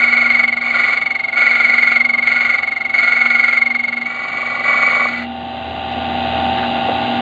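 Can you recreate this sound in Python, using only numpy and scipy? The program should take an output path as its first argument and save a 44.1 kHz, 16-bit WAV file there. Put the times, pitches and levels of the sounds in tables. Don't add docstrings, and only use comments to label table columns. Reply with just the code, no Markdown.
import sys
import numpy as np
from scipy import signal
from scipy.fft import rfft, irfft, next_fast_len
from scipy.io import wavfile
from scipy.ndimage import uniform_filter1d, minimum_filter1d, map_coordinates

SR = 44100
rng = np.random.default_rng(int(sys.argv[2]) if len(sys.argv) > 2 else 0)


def master(y):
    cut = np.clip(np.atleast_2d(y).T, -1, 1)
    pcm = np.round(cut * 32767)
    wavfile.write(sys.argv[1], SR, pcm.astype(np.int16))


N = 317961
TIME = np.arange(N) / SR
MOTOR_DB = -39.5


def gain_of(db):
    return 10 ** (np.asarray(db) / 20)


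def unit_rms(x):
    return x / np.sqrt(np.mean(x ** 2) + 1e-20)


def follow(rows):
    times, *columns = np.transpose(rows)
    return [np.interp(TIME, times, column) for column in columns]


def noise():
    return rng.standard_normal(N)


def wander(per_s):
    return unit_rms(map_coordinates(rng.standard_normal(8192), [TIME * per_s], order=2, mode="wrap"))


def spectrum(outline, modes=()):
    hz = np.fft.rfftfreq(N, 1 / SR)
    outline_hz, outline_db = np.transpose(outline)
    power = gain_of(np.interp(np.log(hz + 1), np.log(outline_hz), outline_db)) ** 2
    for centre, width, peak_db in modes:
        power = power + gain_of(peak_db) ** 2 / (1 + ((hz - centre) / width) ** 2 * 2) ** 3
    return np.sqrt(power)


def colour(x, response):
    cepstrum = irfft(np.log(response[::16] + 1e-6))
    half = len(cepstrum) // 2
    cepstrum[1:half] *= 2
    cepstrum[half + 1:] = 0
    impulse = unit_rms(irfft(np.exp(rfft(cepstrum)))) / np.sqrt(len(cepstrum))
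    return signal.oaconvolve(x, impulse)[:N]


def resonate(x, hz, width_hz):
    b, a = signal.iirpeak(hz, hz / width_hz, SR)
    return signal.lfilter(b, a, signal.lfilter(b, a, x))


def shop(x, wet_db=-19, t60_s=0.067):
    t = TIME[:SR // 3]
    tail = rng.standard_normal(len(t)) * gain_of(-60 * t / t60_s) * (t > .004)
    return x + gain_of(wet_db) * signal.oaconvolve(x, tail / np.linalg.norm(tail))[:N]


def hum_beat(beat_hz=0.5485, rise_hz_per_s=.035, trough_s=1.15, depth=0.59):
    beats = beat_hz * (TIME - trough_s) + rise_hz_per_s * (TIME ** 2 - trough_s ** 2) / 2
    return abs(1 - depth * np.exp(2j * np.pi * beats))


def motor(hum_hz=239.9, rumble_hz=80.4, sway_rad=0.04, waver_db=1.16):
    # f/Hz, level/dB
    casing_lines = [(119.9, -17.5), (176.2, -28.5), (371, -18.5), (599.7, -19.5), (658.1, -8), (688.1, -28),
                    (719, -10), (778, -0.5), (807.9, -8.5), (836.5, -13.5), (866.7, -19.5), (897.9, -10),
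                    (1017, -23), (1118, -22.5), (1206, -24.5), (1432, -20)]
    # f/Hz, level/dB
    wheel_tones = [(2525, -19.5), (2686.4, -17.5), (2779, -16.5), (2871.6, -21), (3126.5, -22.5)]
    # t/s, mains hum level/dB, bench rumble level/dB
    low_tones = [(0, -36, -53), (1.2, -40.5, -59.5), (2.6, -40.5, -57), (3.5, -42, -66),
                 (4.05, -35.5, -68.5), (4.6, -46, -63), (4.95, -45.5, -66), (5.2, -34.5, -49.5),
                 (5.75, -44.5, -51), (6.3, -51.5, -50.5), (6.7, -43.5, -55), (7.2, -41, -65)]
    sway = sway_rad * wander(15.0)

    def line(hz):
        return np.sqrt(2) * np.cos(2 * np.pi * hz * TIME + sway) * gain_of(waver_db * wander(7))
    hum_db, rumble_db = follow(low_tones)
    buzz = sum(gain_of(db) * line(hz) for hz, db in casing_lines + wheel_tones)
    hum = line(hum_hz) * hum_beat() * gain_of(hum_db)
    rumble = line(rumble_hz) * gain_of(rumble_db)
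    return buzz * gain_of(MOTOR_DB + 0.48) + hum + rumble


def belt_and_wheel(belt_db=-2.5, hiss_db=-6.0, turns_per_s=23.16, throb=0.42):
    # f/Hz, level/dB
    belt_outline = [(25, -34.5), (50, -23), (75, 2), (160, 4), (280, 10), (420, 0.5), (750, 10),
                    (950, -5.5), (1200, 3), (1310, -8), (1430, 3.5), (1700, -2.5), (2050, 0.5), (6000, -76)]
    # f/Hz, level/dB
    hiss_outline = [(1200, -25.5), (2300, -11), (2800, 1.5), (3300, -5.5), (3550, -3), (4000, -5.5),
                    (4200, -21), (4700, -19), (5000, -34), (5600, -46), (6600, -37), (7600, -41.5),
                    (8600, -54), (15500, -67)]
    belt = unit_rms(colour(noise(), spectrum(belt_outline))) * gain_of(belt_db + 0.5 * wander(30))
    turns = turns_per_s * TIME
    surface = rng.standard_normal(size=1904)
    repeating = surface[(turns % 1 * len(surface)).astype(int)]
    drive = (.7 * repeating + noise()) * (1 + throb * np.cos(8 * np.pi * turns))
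    hiss = unit_rms(colour(drive, spectrum(hiss_outline))) * gain_of(hiss_db)
    return gain_of(MOTOR_DB) * (belt + hiss)


def carriage_bumps(attack_s=0.0019, cutoff_hz=4500):
    # t/s, level/dB, f/Hz, bandwidth/Hz, decay time/s
    bumps = [(5.919, -47, 2800, 2500, 0.011), (6.579, -38.5, 1600, 804, 0.018), (6.63, -42, 1510, 795, .02),
             (6.883, -31, 530, 300, 0.017), (6.885, -47, 1110, 604, 0.018)]
    out = np.zeros(N)
    for start, db, hz, width_hz, decay_s in bumps:
        age = np.maximum(TIME - start, 0)
        envelope = np.exp(-age / decay_s) * np.minimum(age / attack_s, 1)
        out += gain_of(db) * unit_rms(resonate(noise(), hz, width_hz)) * envelope
    return signal.sosfilt(signal.butter(4, cutoff_hz, fs=SR, output="sos"), out)


def hand(press_s=0.03404, lift_s=0.038, relax_s=.07, entry_s=0.055, wear_per_s=1.0):
    # start t/s, end t/s, force (0-1), contact between bites (0-1), graze (0-1),
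    # whine f/Hz, whine level/dB, knock level/dB, whine level of the light bites that follow/dB
    pushes = [(-.03, 0.411, .9, .58, 0.07, 2261, -11, -32, -14.5),
              (0.622, 0.704, 0.4, .8, 0.09, 2257, -17, -31.5, -15),
              (.71, 0.939, 0.91, .7, .1, 2255, -15, -28.5, -14.5),
              (1.345, 1.948, 1, 0.65, .15, 2241, -11.7, -35, -10),
              (2.238, 2.543, 0.93, 0.57, 0.26, 2237, -13, -34, -14.5),
              (2.927, 3.56, 1, 0.49, .3, 2234, -11, -39, -12),
              (4.064, 4.632, 0.21, 0.62, 0.91, 2266, -24.5, -32.5, -16),
              (4.626, 5.06, 0.6, 0.74, 0.88, 2258, -19, -25, -32)]
    rows = np.array(pushes)
    current = np.maximum(np.searchsorted(rows[:, 0], TIME, side="right") - 1, 0)
    start, end, force, contact, graze, hz, whine_db, knocks_db, light_db = rows[current].T
    age, eased = np.maximum(TIME - start, 0), np.maximum(TIME - end, 0)
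    pressing = np.minimum(age / press_s, 1)
    held = pressing * np.exp(-eased / lift_s)
    loaded = pressing * np.exp(-eased / relax_s)
    contact = contact * np.exp(-wear_per_s * (1 - graze) * age)
    light_db = light_db - 11 * eased
    resting_contact = np.where(graze > .5, 0.6, 0.01)
    whine_db = whine_db + 4 * (1 - graze) * (age - eased)
    light_force = .05 * np.maximum(light_db + 19.5, 0)
    digging_in = 1 + 0.25 * np.exp(-age / entry_s)
    force = loaded * force * digging_in + (1 - loaded) * light_force
    controls = dict(contact=np.clip(held * contact + (1 - held) * resting_contact, .02, 1),
                    graze=graze, hz=hz,
                    whine_db=loaded * whine_db + (1 - loaded) * light_db,
                    knocks_db=loaded * knocks_db + (1 - loaded) * (light_db - 24),
                    chips_db=-39.5 + 8.8 * force - 5.5 * graze,
                    clamp_db=-35.5 + 14.6 * force - 1.6 * graze)
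    return {name: uniform_filter1d(curve, size=500) for name, curve in controls.items()}


def eccentric_wheel(contact, start_turns=.29, firm_contact=.33):
    # t/s, rotation f/Hz
    speed = [(0.0, 22.62), (0.6, 22.37), (1.3, 22.46), (1.6, 21.76), (1.95, 22.67), (2.4, 22.25),
             (2.85, 22.55), (3.2, 21.87), (3.7, 22.73), (4.3, 22.34), (5.2, 22.35)]
    # angle/turns, light-bite whine (0-1), hard-bite whine (0-1), pitch sag/Hz, chip flow (0-1)
    bite_cycle = [(0, 0.2, .2, 0, .08), (.09, .36, .2, 22, .8), (.2, 1, 0.96, 66, 0.9),
                  (0.298, .76, .9, 98, 0.68), (.43, .7, .2, 135, .4), (.56, 0.3, 0.01, 125.5, 0.3),
                  (0.701, 0, 0, 49, 0.13), (0.868, 0.06, 0.09, 0, 0.04)]
    turns = start_turns + np.cumsum(follow(speed)[0]) / SR
    angles, *columns = np.transpose(bite_cycle)
    light, hard, sag_hz, chips = (np.interp(turns, angles, column, period=1) for column in columns)
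    pressed = np.clip(contact / firm_contact, 0, 1)
    bite = pressed * hard + (1 - pressed) * light
    rub = contact ** 1.35
    depth = rub + (1 - rub) * bite * 1.187
    dust = contact ** 1.02
    flow = dust + (1 - dust) * chips * 1.5
    uneven_load = np.clip(2.2 * (1 - contact), 0, 1)
    return turns, rub, depth, flow, sag_hz * uneven_load


def tooth_knocks(push, turns, trim_db=-2, uneven_db=0.7, scuff_turns=.035):
    # angle/turns, level/dB
    high_teeth = [(0.071, -2.5), (.39, 2.5), (.61, -0.5)]
    # f/Hz, width/Hz, level/dB
    carriage_modes = [(588, 140, -6.5), (700, 130, -15.5), (1154, 132, 2.5)]
    since_tooth = [((turns - at) % 1, gain_of(db)) for at, db in high_teeth]
    knocks = sum(size * (np.diff(angle, prepend=0) < 0) for angle, size in since_tooth)
    scuffs = sum(size * np.exp(-angle / scuff_turns) for angle, size in since_tooth) * noise()
    drive = (unit_rms(knocks) + .45 * unit_rms(scuffs)) * gain_of(uneven_db * wander(25))
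    body = spectrum([(100, -36.5), (1000, -21.5), (6000, -90.5)], carriage_modes)
    return unit_rms(colour(drive, body)) * gain_of(push["knocks_db"] + trim_db)


def chip_rasp(push, flow, chips_trim_db=-0.5, clamp_trim_db=-1.5, grain_db=2.0):
    # f/Hz, level/dB
    chip_outline = [(100, -18), (400, -4), (750, 6), (950, -4), (1700, 4.5), (2500, -2.5), (2850, 3.5),
                    (3250, -5), (4650, -4.5), (5050, -27.5), (5500, -33.5), (6200, -23.5), (8500, -39.5),
                    (15500, -54.5)]
    # f/Hz, width/Hz, level/dB
    key_modes = [(1230, 210, 9), (2007.5, 123, 23), (2260, 190, 15.5), (3570, 200, -1.5), (4270, 150, 3.5),
                 (6740, 200, -15.5), (7410, 240, -19), (8300, 370, -32.5), (10150, 160, -27.5),
                 (10950, 350, -34.5), (15300, 300, -40.5)]
    grains = unit_rms(noise() * gain_of(grain_db * wander(900)))
    response = spectrum(chip_outline, key_modes)
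    bright = response[round(2500 * N / SR):round(4000 * N / SR)]
    scale = np.sqrt(np.sum(response ** 2) / np.sum(bright ** 2))
    chips = scale * colour(grains * flow * gain_of(push["chips_db"] + chips_trim_db), response)
    clamp = unit_rms(resonate(noise(), hz=1427, width_hz=76))
    return chips + clamp * flow ** 0.91 * gain_of(push["clamp_db"] + clamp_trim_db)


def whine(push, depth, rub, sag_hz, trim_db=-0.28, chatter_db=3.5, lower_mode_hz=1980):
    # harmonic number, level in a firm cut/dB, level when the key grazes and squeals/dB
    harmonics = [(1, 1.5, 0), (2, -23.5, -33), (3, -46, -35), (4, -80, -55.5), (5, -60.5, -62),
                 (6, -78.5, -63)]
    graze = push["graze"]
    jitter_hz = 12 * wander(45) + 7 * wander(700)
    drag_hz = sag_hz * (1 - 0.84 * graze) * (1 + .15 * wander(22))
    phase = 2 * np.pi * np.cumsum(push["hz"] - drag_hz + jitter_hz) / SR
    rubbing = np.minimum(rub / depth, 1)
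    squeal = graze + (1 - graze) * 0.5 * rubbing
    tone = sum(gain_of(firm + squeal * (grazing - firm)) * np.cos(k * phase)
               for k, firm, grazing in harmonics)
    lower_phase = 2 * np.pi * np.cumsum(lower_mode_hz + 35 * wander(150)) / SR
    lower_mode = np.cos(lower_phase) * rubbing * gain_of(-17 + 10 * graze)
    flutter_db = 1.3 * wander(80) + chatter_db * rubbing * wander(450)
    return np.sqrt(2) * (tone + lower_mode) * depth * gain_of(push["whine_db"] + trim_db + flutter_db)


def scene(leave_s=5.27, fade_s=0.045):
    push = hand()
    turns, rub, depth, flow, sag_hz = eccentric_wheel(push["contact"])
    touching = np.clip((leave_s - TIME) / fade_s, 0, 1)
    cut = touching * (whine(push, depth, rub, sag_hz) + chip_rasp(push, flow) + tooth_knocks(push, turns))
    return (shop(cut + belt_and_wheel() + carriage_bumps()) + motor())[None]


def gain_control(x, quiet_db=-16.5, loud_db=-9.5, knee_db=5, max_gain_db=17.5,
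                 recover_db_per_s=11, duck_per_s=23, sense_hz=1440):
    step = SR // 100
    treble = signal.lfilter(*signal.butter(1, sense_hz, "high", fs=SR), x)
    power_db = 10 * np.log10(abs(uniform_filter1d(treble ** 2, step))[::step] + 1e-12)
    peaks_db = -minimum_filter1d(-power_db, size=9, origin=4)
    gain_db = [0.]
    for peak_db in peaks_db[:-1]:
        heard_db = peak_db + gain_db[-1]
        rise = recover_db_per_s * np.clip((quiet_db - heard_db) / knee_db, 0, 1)
        fall = duck_per_s * max(heard_db - loud_db, 0)
        gain_db.append(np.clip(gain_db[-1] + (rise - fall) * step / SR, 0, max_gain_db))
    return gain_of(np.interp(TIME, TIME[::step], gain_db))


def record(dry, ceiling=.96, cutoff_hz=15700):
    levelled = dry * gain_control(dry[0])
    envelope = abs(signal.hilbert(levelled[0], next_fast_len(N)))[:N]
    allowed = minimum_filter1d(np.minimum(1, ceiling / (envelope + 1e-9)), size=120)
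    limited = levelled * uniform_filter1d(allowed, size=120) * signal.windows.tukey(N, .0005)
    lowpass = signal.firwin(511, cutoff_hz, window=("kaiser", 9), fs=SR)
    return signal.oaconvolve(limited, lowpass[None], "same")


dry = scene()
out = record(dry)
master(out)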